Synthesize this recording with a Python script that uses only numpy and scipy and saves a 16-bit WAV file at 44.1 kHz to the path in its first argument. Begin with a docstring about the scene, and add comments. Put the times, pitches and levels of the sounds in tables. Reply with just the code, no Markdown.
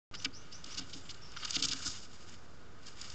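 """Inside a wooden nest box: a bird lands at the hole, scrabbles in, flaps down onto dry leaves and settles.
Claws, feathers and leaves are showers of tiny clicks that ring the air and the thin walls of the box.
Knocks of feet and body are rough pushes that set low tones swinging and dying away.
Small birds chirp outside: gliding, fluttering sine notes with scattered echoes.
A cheap camera microphone under the lid adds hiss and rumble, made from filtered noise, and a constant offset."""
import sys
import numpy as np
from scipy import signal
from scipy.fft import rfft, irfft
from scipy.io import wavfile
from scipy.ndimage import uniform_filter1d

SR = 44100
rng = np.random.default_rng(int(sys.argv[2]) if len(sys.argv) > 2 else 0)


def to_wav(s):
    """Save 16-bit WAV."""
    ch = np.atleast_2d(s).T  # columns
    pcm = np.round(np.clip(ch, -1, 1) * 32767)  # PCM
    wavfile.write(sys.argv[1], SR, pcm.astype(np.int16))


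def elevation(decibels):
    """Turn decibel levels (scalar or array-like) into linear amplitude ratios."""
    levels = np.asarray(decibels, float)
    return 10 ** (levels / 20)


N = 138474  # length in samples
BEFORE_S = 0.06  # time from the start of a swell to its peak


def unit(x):
    """Scale to rms 1."""
    return x / np.sqrt(np.mean(x ** 2))


def shape(x, db_of_hz):
    """Colour a sound by a gain in dB that depends on frequency."""
    hz = np.maximum(np.fft.rfftfreq(len(x), 1 / SR), 1)
    return irfft(rfft(x) * elevation(db_of_hz(hz)), len(x))


def points(table):
    """Gain in dB drawn through (Hz, dB) points, straight over log frequency."""
    hz, db = np.array(table, float).T
    return lambda f: np.interp(np.log(f), np.log(hz), db)


def curve(table, axis):
    """One column of a table as a curve over time."""
    rows = np.array(table, float)
    return np.interp(np.arange(N) / SR, rows[:, 0], rows[:, axis])


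def add(out, at_s, x):
    """Mix a sound in at a time."""
    i = int(at_s * SR)
    out[i:i + len(x)] += x[:len(out) - i]


def ring(x, hz, width_hz):
    """One resonance, gain 1 at the centre."""
    return signal.lfilter(*signal.iirpeak(hz, hz / width_hz, fs=SR), x)


def walls(x):
    """The thin walls ring at their own pitches when rubbed or driven by noise."""
    # ringing walls: f/Hz, width/Hz, level/dB
    wall_modes = [(1255.7, 32, 2.5), (1427, 167, 7)]
    out = 0
    for hz, width_hz, db in wall_modes:
        keep_noise_level = np.sqrt(SR / np.pi / width_hz / 2)  # flat noise stays as strong as it was
        out = out + elevation(db) * ring(x, hz, width_hz) * keep_noise_level
    return out


def box_air(x):
    """Direct sound plus the standing waves of the air in the box."""
    # air resonances: f/Hz, width/Hz, level over the direct sound/dB
    air_modes = [(2312, 90, 1), (2880, 120, 6.5), (3170, 90, 0), (3574, 160, 1), (4600, 140, 0),
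                 (5010, 320, 3), (6734, 640, -4)]
    return x + sum(elevation(db) * ring(x, hz, width_hz) for hz, width_hz, db in air_modes)


def grains(size):
    """Dense tiny clicks of uneven strength over some steady noise, as rough surfaces give when they rub."""
    clicks_per_s, spread_db, noise_share = 7000, 2.2, 0.35
    hit = rng.random(size) < clicks_per_s / SR
    strength = rng.standard_normal(size)
    boost_db = spread_db * np.minimum(rng.exponential(size=size), 2)
    return unit(hit * strength * elevation(boost_db) + noise_share * rng.standard_normal(size))


def swell(half_s):
    """Bell-shaped rise and fall, quicker up than down; the peak lies at BEFORE_S."""
    t = np.arange(6144) / SR - BEFORE_S
    side_s = max(half_s, 1e-3) * np.where(t < 0, 0.94, 1.3)
    return np.exp(-(t / side_s) ** 2)


def floor():
    """Hiss, outdoor noise ringing the walls, and a rumble that swells and sinks."""
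    # colour of the steady noise: f/Hz, relative level per Hz/dB
    floor_colour = [(15, -36), (25, -8.5), (93, -6), (278, -12.5), (306, -12), (584, -18), (673, -19.5),
                    (1450, -22.5), (1670, -27.5), (7500, -36), (9750, -69), (16500, -120)]
    # strength of the bass: t/s, level/dB
    rumble_level = [(.12, -58.5), (1.5, -59.5), (1.6, -55.5), (1.8, -58.5), (1.88, -51), (2.0, -60),
                    (3.0, -61), (3.14, -55)]
    noise = unit(shape(rng.standard_normal(N), points(floor_colour))) * elevation(-57)
    low = signal.sosfiltfilt(signal.butter(2, 200, fs=SR, output="sos"), noise)
    hiss = noise - low
    rumble = unit(low) * elevation(curve(rumble_level, axis=1))
    outdoors = walls(rng.standard_normal(N)) * elevation(-71.5)
    return hiss + rumble + outdoors


def rustle():
    """Feathers and dry leaves: a flickering bed of grains that follows the bird's stirring."""
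    # stirring: t/s, level before flicker and tilt/dB, bright half over dark half/dB
    stirring = [(.12, -66.5, -7), (.23, -51, -3), (.29, -63, -8), (.62, -59.5, -6), (.7, -51, -5),
                (.85, -55.5, -5), (.98, -59, 10), (1.03, -58.5, -5), (1.16, -58.5, -3.5),
                (1.2, -60.5, -6.5), (1.34, -57, -8), (1.5, -46.5, 0.5), (1.58, -46.5, -2), (1.8, -47.5, 2),
                (1.95, -49, -0.5), (2.05, -62.5, 10), (2.07, -62.5, 1), (2.34, -56, -2.5), (2.37, -66, -1),
                (2.8, -68, -5.5), (2.88, -53, -3), (2.95, -62.5, -2), (3.0, -51, -4.5), (3.14, -52, 0.5)]
    # colour of the grains: f/Hz, relative level per Hz/dB
    rustle_colour = [(530, -34.5), (900, -16.5), (1270, -12.5), (2590, -12.5), (4810, -8.5), (7500, -10),
                     (9750, -13), (16500, -120)]
    bed = unit(box_air(shape(grains(size=N), points(rustle_colour))))
    dark = signal.sosfilt(signal.butter(2, 4000, fs=SR, output="sos"), bed)
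    bright = bed - dark
    slow_noise = uniform_filter1d(uniform_filter1d(rng.standard_normal(N), size=400), size=400)
    flicker_db = 1.6 * unit(slow_noise)
    level = elevation(curve(stirring, axis=1) + flicker_db)
    tilt_db = curve(stirring, axis=2)
    in_air = level * (dark * elevation(-tilt_db / 2) + bright * elevation(tilt_db / 2))
    in_walls = walls(level * elevation(-17.5) * grains(size=N))
    return in_air + in_walls


def scratches():
    """Claws and feathers: short bursts of grains, each with its own colour, in the air of the box."""
    # bursts: peak t/s, rms level at the peak before the box air/dB, centre f/Hz, half length before skew/s
    bursts = [(0.143, -45.5, 3350, 0.0036), (0.152, -43.5, 3830, 0.0065), (0.201, -49, 3340, 0.0024),
              (0.224, -45, 4950, 0.0024), (0.2503, -28, 4020, 0.0043), (0.256, -34.5, 2160, 0.0049),
              (0.528, -50, 4750, 0.0066), (0.644, -41.5, 4920, 0.0024), (0.667, -50, 4700, .005),
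              (0.713, -54, 3350, 0.009), (0.726, -48.5, 5650, .004), (0.748, -44, 4640, 0.0043),
              (0.781, -36.5, 4440, 0.0081), (0.793, -39.5, 4650, 0.0049), (0.811, -51.5, 3680, 0.019),
              (0.937, -43.5, 3940, 0.0065), (1.06, -59, 3100, 0.0087), (1.095, -42.5, 3410, 0.0042),
              (1.107, -45, 4640, 0.0077), (1.146, -50, 4250, 0.003), (1.32, -45.5, 5870, 0.0015),
              (1.371, -41, 3100, 0.0046), (1.402, -47.5, 3100, 0.0027), (1.433, -44, 3340, 0.01),
              (1.452, -35.5, 4540, 0.0055), (1.48, -45, 3200, 0.0066), (1.508, -31, 5800, 0.0028),
              (1.533, -40, 4030, 0.0064), (1.546, -34.5, 4480, 0.0057), (1.559, -30.5, 4930, 0.0062),
              (1.566, -29.5, 3480, 0.0038), (1.593, -36.5, 4820, 0.0024), (1.6, -39, 4600, 0.0064),
              (1.626, -22, 5350, 0.0021), (1.64, -32, 4440, 0.013), (1.654, -27, 5850, 0.004),
              (1.686, -31.5, 4900, 0.0017), (1.692, -37, 4500, 0.0057), (1.718, -35, 4380, 0.011),
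              (1.722, -33, 4840, .002), (1.734, -32.5, 4900, 0.0018), (1.867, -34, 6020, 0.017),
              (1.91, -43.5, 5640, 0.021), (2.296, -50.5, 6500, 0.0031), (2.344, -54.5, 2630, 0.003),
              (2.867, -49.5, 5260, 0.0078), (2.883, -52.5, 5600, 0.0067), (3.016, -38.5, 5660, 0.0033),
              (3.102, -45, 4820, 0.0022)]
    out = np.zeros(N)
    for peak_s, db, centre_hz, half_s in bursts:
        env = swell(half_s)

        def colour(f):
            octaves = np.where(f < centre_hz, 0.74, 0.65)  # wider below the centre
            return -6 * (np.log2(f / centre_hz) / octaves) ** 2

        burst = unit(shape(grains(size=len(env)), colour))
        add(out, peak_s - BEFORE_S, elevation(db) * env * burst)
    return unit(box_air(out)) * np.std(out)  # the resonances leave the overall level alone


def rubs():
    """Bursts of grains that ring the thin walls."""
    # rubs: peak t/s, rms level at the peak before the walls/dB, half length before skew/s
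    rub_list = [(0.145, -54.5, 0.0096), (0.257, -54, 0.012), (0.784, -58, 0.022), (1.325, -51, 0.0013),
                (1.369, -50, 0.0063), (1.431, -52.5, 0.0076), (1.452, -50.5, 0.0075), (1.557, -54.5, 0.011),
                (1.642, -53.5, 0.015), (1.727, -54, 0.012), (1.804, -55, 0.0028), (1.868, -51.5, 0.012)]
    out = np.zeros(N)
    for peak_s, db, half_s in rub_list:
        env = swell(half_s)
        add(out, peak_s - BEFORE_S, elevation(db) * env * grains(size=len(env)))
    return walls(out)


def rising_chirp():
    """One near-sine note: the wavering pitch climbs, then holds while the sound drops and fades."""
    attack_s, rise_s, hold_s = 0.016, 0.047, 0.056
    from_hz, to_hz, waver_hz = 4400, 6050, 50  # the waver is an rms value
    t = np.arange(int((rise_s + hold_s) * SR)) / SR
    times = [0, attack_s, rise_s, rise_s + 0.0077, t[-1] - 0.01, t[-1]]
    env = np.interp(t, times, [0, 1, 1, elevation(-10), elevation(-10), 0])
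    waver = unit(uniform_filter1d(rng.standard_normal(len(t)), size=130))
    hz = np.interp(t, [0, rise_s], [from_hz, to_hz]) + waver_hz * waver
    return env * np.sin(2 * np.pi * np.cumsum(hz) / SR)


def whistle(length_s, from_hz, to_hz):
    """One sine note that glides evenly between two pitches, with soft ends."""
    n = int(length_s * SR)
    hz = np.linspace(from_hz, to_hz, n)
    return signal.windows.tukey(n, 0.4) * np.sin(2 * np.pi * np.cumsum(hz) / SR)


def chirps():
    """Birds outside: near-sine notes, fluttering in level and smeared by scattered echoes."""
    # rising chirps: start t/s, peak level before flutter and echo/dB
    rising_list = [(0.15, -55.5), (0.323, -54.5), (.508, -54.5), (0.686, -55.5)]
    # whistles of other birds: start t/s, length/s, start f/Hz, end f/Hz, peak level before flutter and echo/dB
    whistle_list = [(1.217, .022, 5500, 5280, -55), (1.236, .064, 5270, 5240, -54.5),
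                    (1.012, .14, 7400, 7350, -66), (1.358, .04, 6200, 4700, -55),
                    (1.396, .035, 4700, 4650, -56)]
    out = np.zeros(N)
    for start_s, db in rising_list:
        add(out, start_s, elevation(db) * rising_chirp())
    for start_s, length_s, from_hz, to_hz, db in whistle_list:
        add(out, start_s, elevation(db) * whistle(length_s, from_hz, to_hz))
    flutter = unit(ring(rng.standard_normal(N), 250, 90))
    out = out * (1 + 0.65 * flutter)
    lag_s = np.arange(8192) / SR
    tail = rng.standard_normal(len(lag_s)) * np.exp(-lag_s / 0.023)
    echo = tail / np.linalg.norm(tail) * elevation(4)
    return out + signal.fftconvolve(out, echo)[:N]


def knocks():
    """Feet and body: rough pushes feed the low modes of the box, weighted a little differently each time."""
    # knocks: push t/s, peak level/dB, half length of the push before skew/s
    pushes = [(0.258, -37.5, 0.004), (0.667, -51, 0.01), (0.796, -43, 0.013), (0.951, -44, 0.013),
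              (1.078, -56, 0.0097), (1.568, -35, 0.0019), (1.617, -40, 0.025), (1.692, -41, 0.005),
              (1.734, -44.5, 0.013), (1.86, -42.5, 0.004), (3.015, -53, 0.0087)]
    # modes of the box: f/Hz, level before scatter/dB, time to die away by 60 dB/s
    knock_modes = [(121, -9, .08), (180, -6, .08), (269, 0, .15), (311, -6, .08), (455, -13, .08),
                   (720, -18, .04)]
    scatter_db = 3
    out = np.zeros(N)
    for push_s, db, half_s in pushes:
        env = np.pad(swell(half_s), (0, 6144))  # room to ring on
        t = np.arange(len(env)) / SR
        body = 0
        for hz, mode_db, t60 in knock_modes:
            push = env * uniform_filter1d(rng.standard_normal(len(env)), size=200) ** 2
            decay = np.exp(-np.log(1000) / (t60 * SR))
            swing = signal.lfilter([1], [1, -decay], push)
            phase = 2 * np.pi * rng.random()
            gain = elevation(mode_db + scatter_db * rng.standard_normal())
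            body = body + gain * swing / swing.max() * np.sin(2 * np.pi * hz * t + phase)
        add(out, push_s - BEFORE_S, elevation(db) * body / np.abs(body).max())
    return out


def scene():
    """Everything heard inside the box, as one channel."""
    return (floor() + rustle() + scratches() + rubs() + chirps() + knocks())[None]


def band_limit(x):
    """A steep low-pass at the top of the band."""
    return signal.sosfilt(signal.butter(12, 9590, fs=SR, output="sos"), x)


def record(dry):
    """The sound switches on late, rides on a constant offset and loses its treble."""
    start_s, offset = 0.1125, 0.0061
    top_hz, db_per_khz2 = 6853, -6  # the loss grows with the square of the distance above top_hz
    i = np.arange(N)
    switched = ((dry + offset) * (i >= start_s * SR))[0]
    dull = shape(switched, lambda f: db_per_khz2 * (np.maximum(f - top_hz, 0) / 1000) ** 2)
    mix = dull * (i >= start_s * SR - 16)  # 16 samples of filter ringing stay ahead of the start
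    return band_limit(mix[None])


dry = scene()
out = record(dry)
to_wav(out)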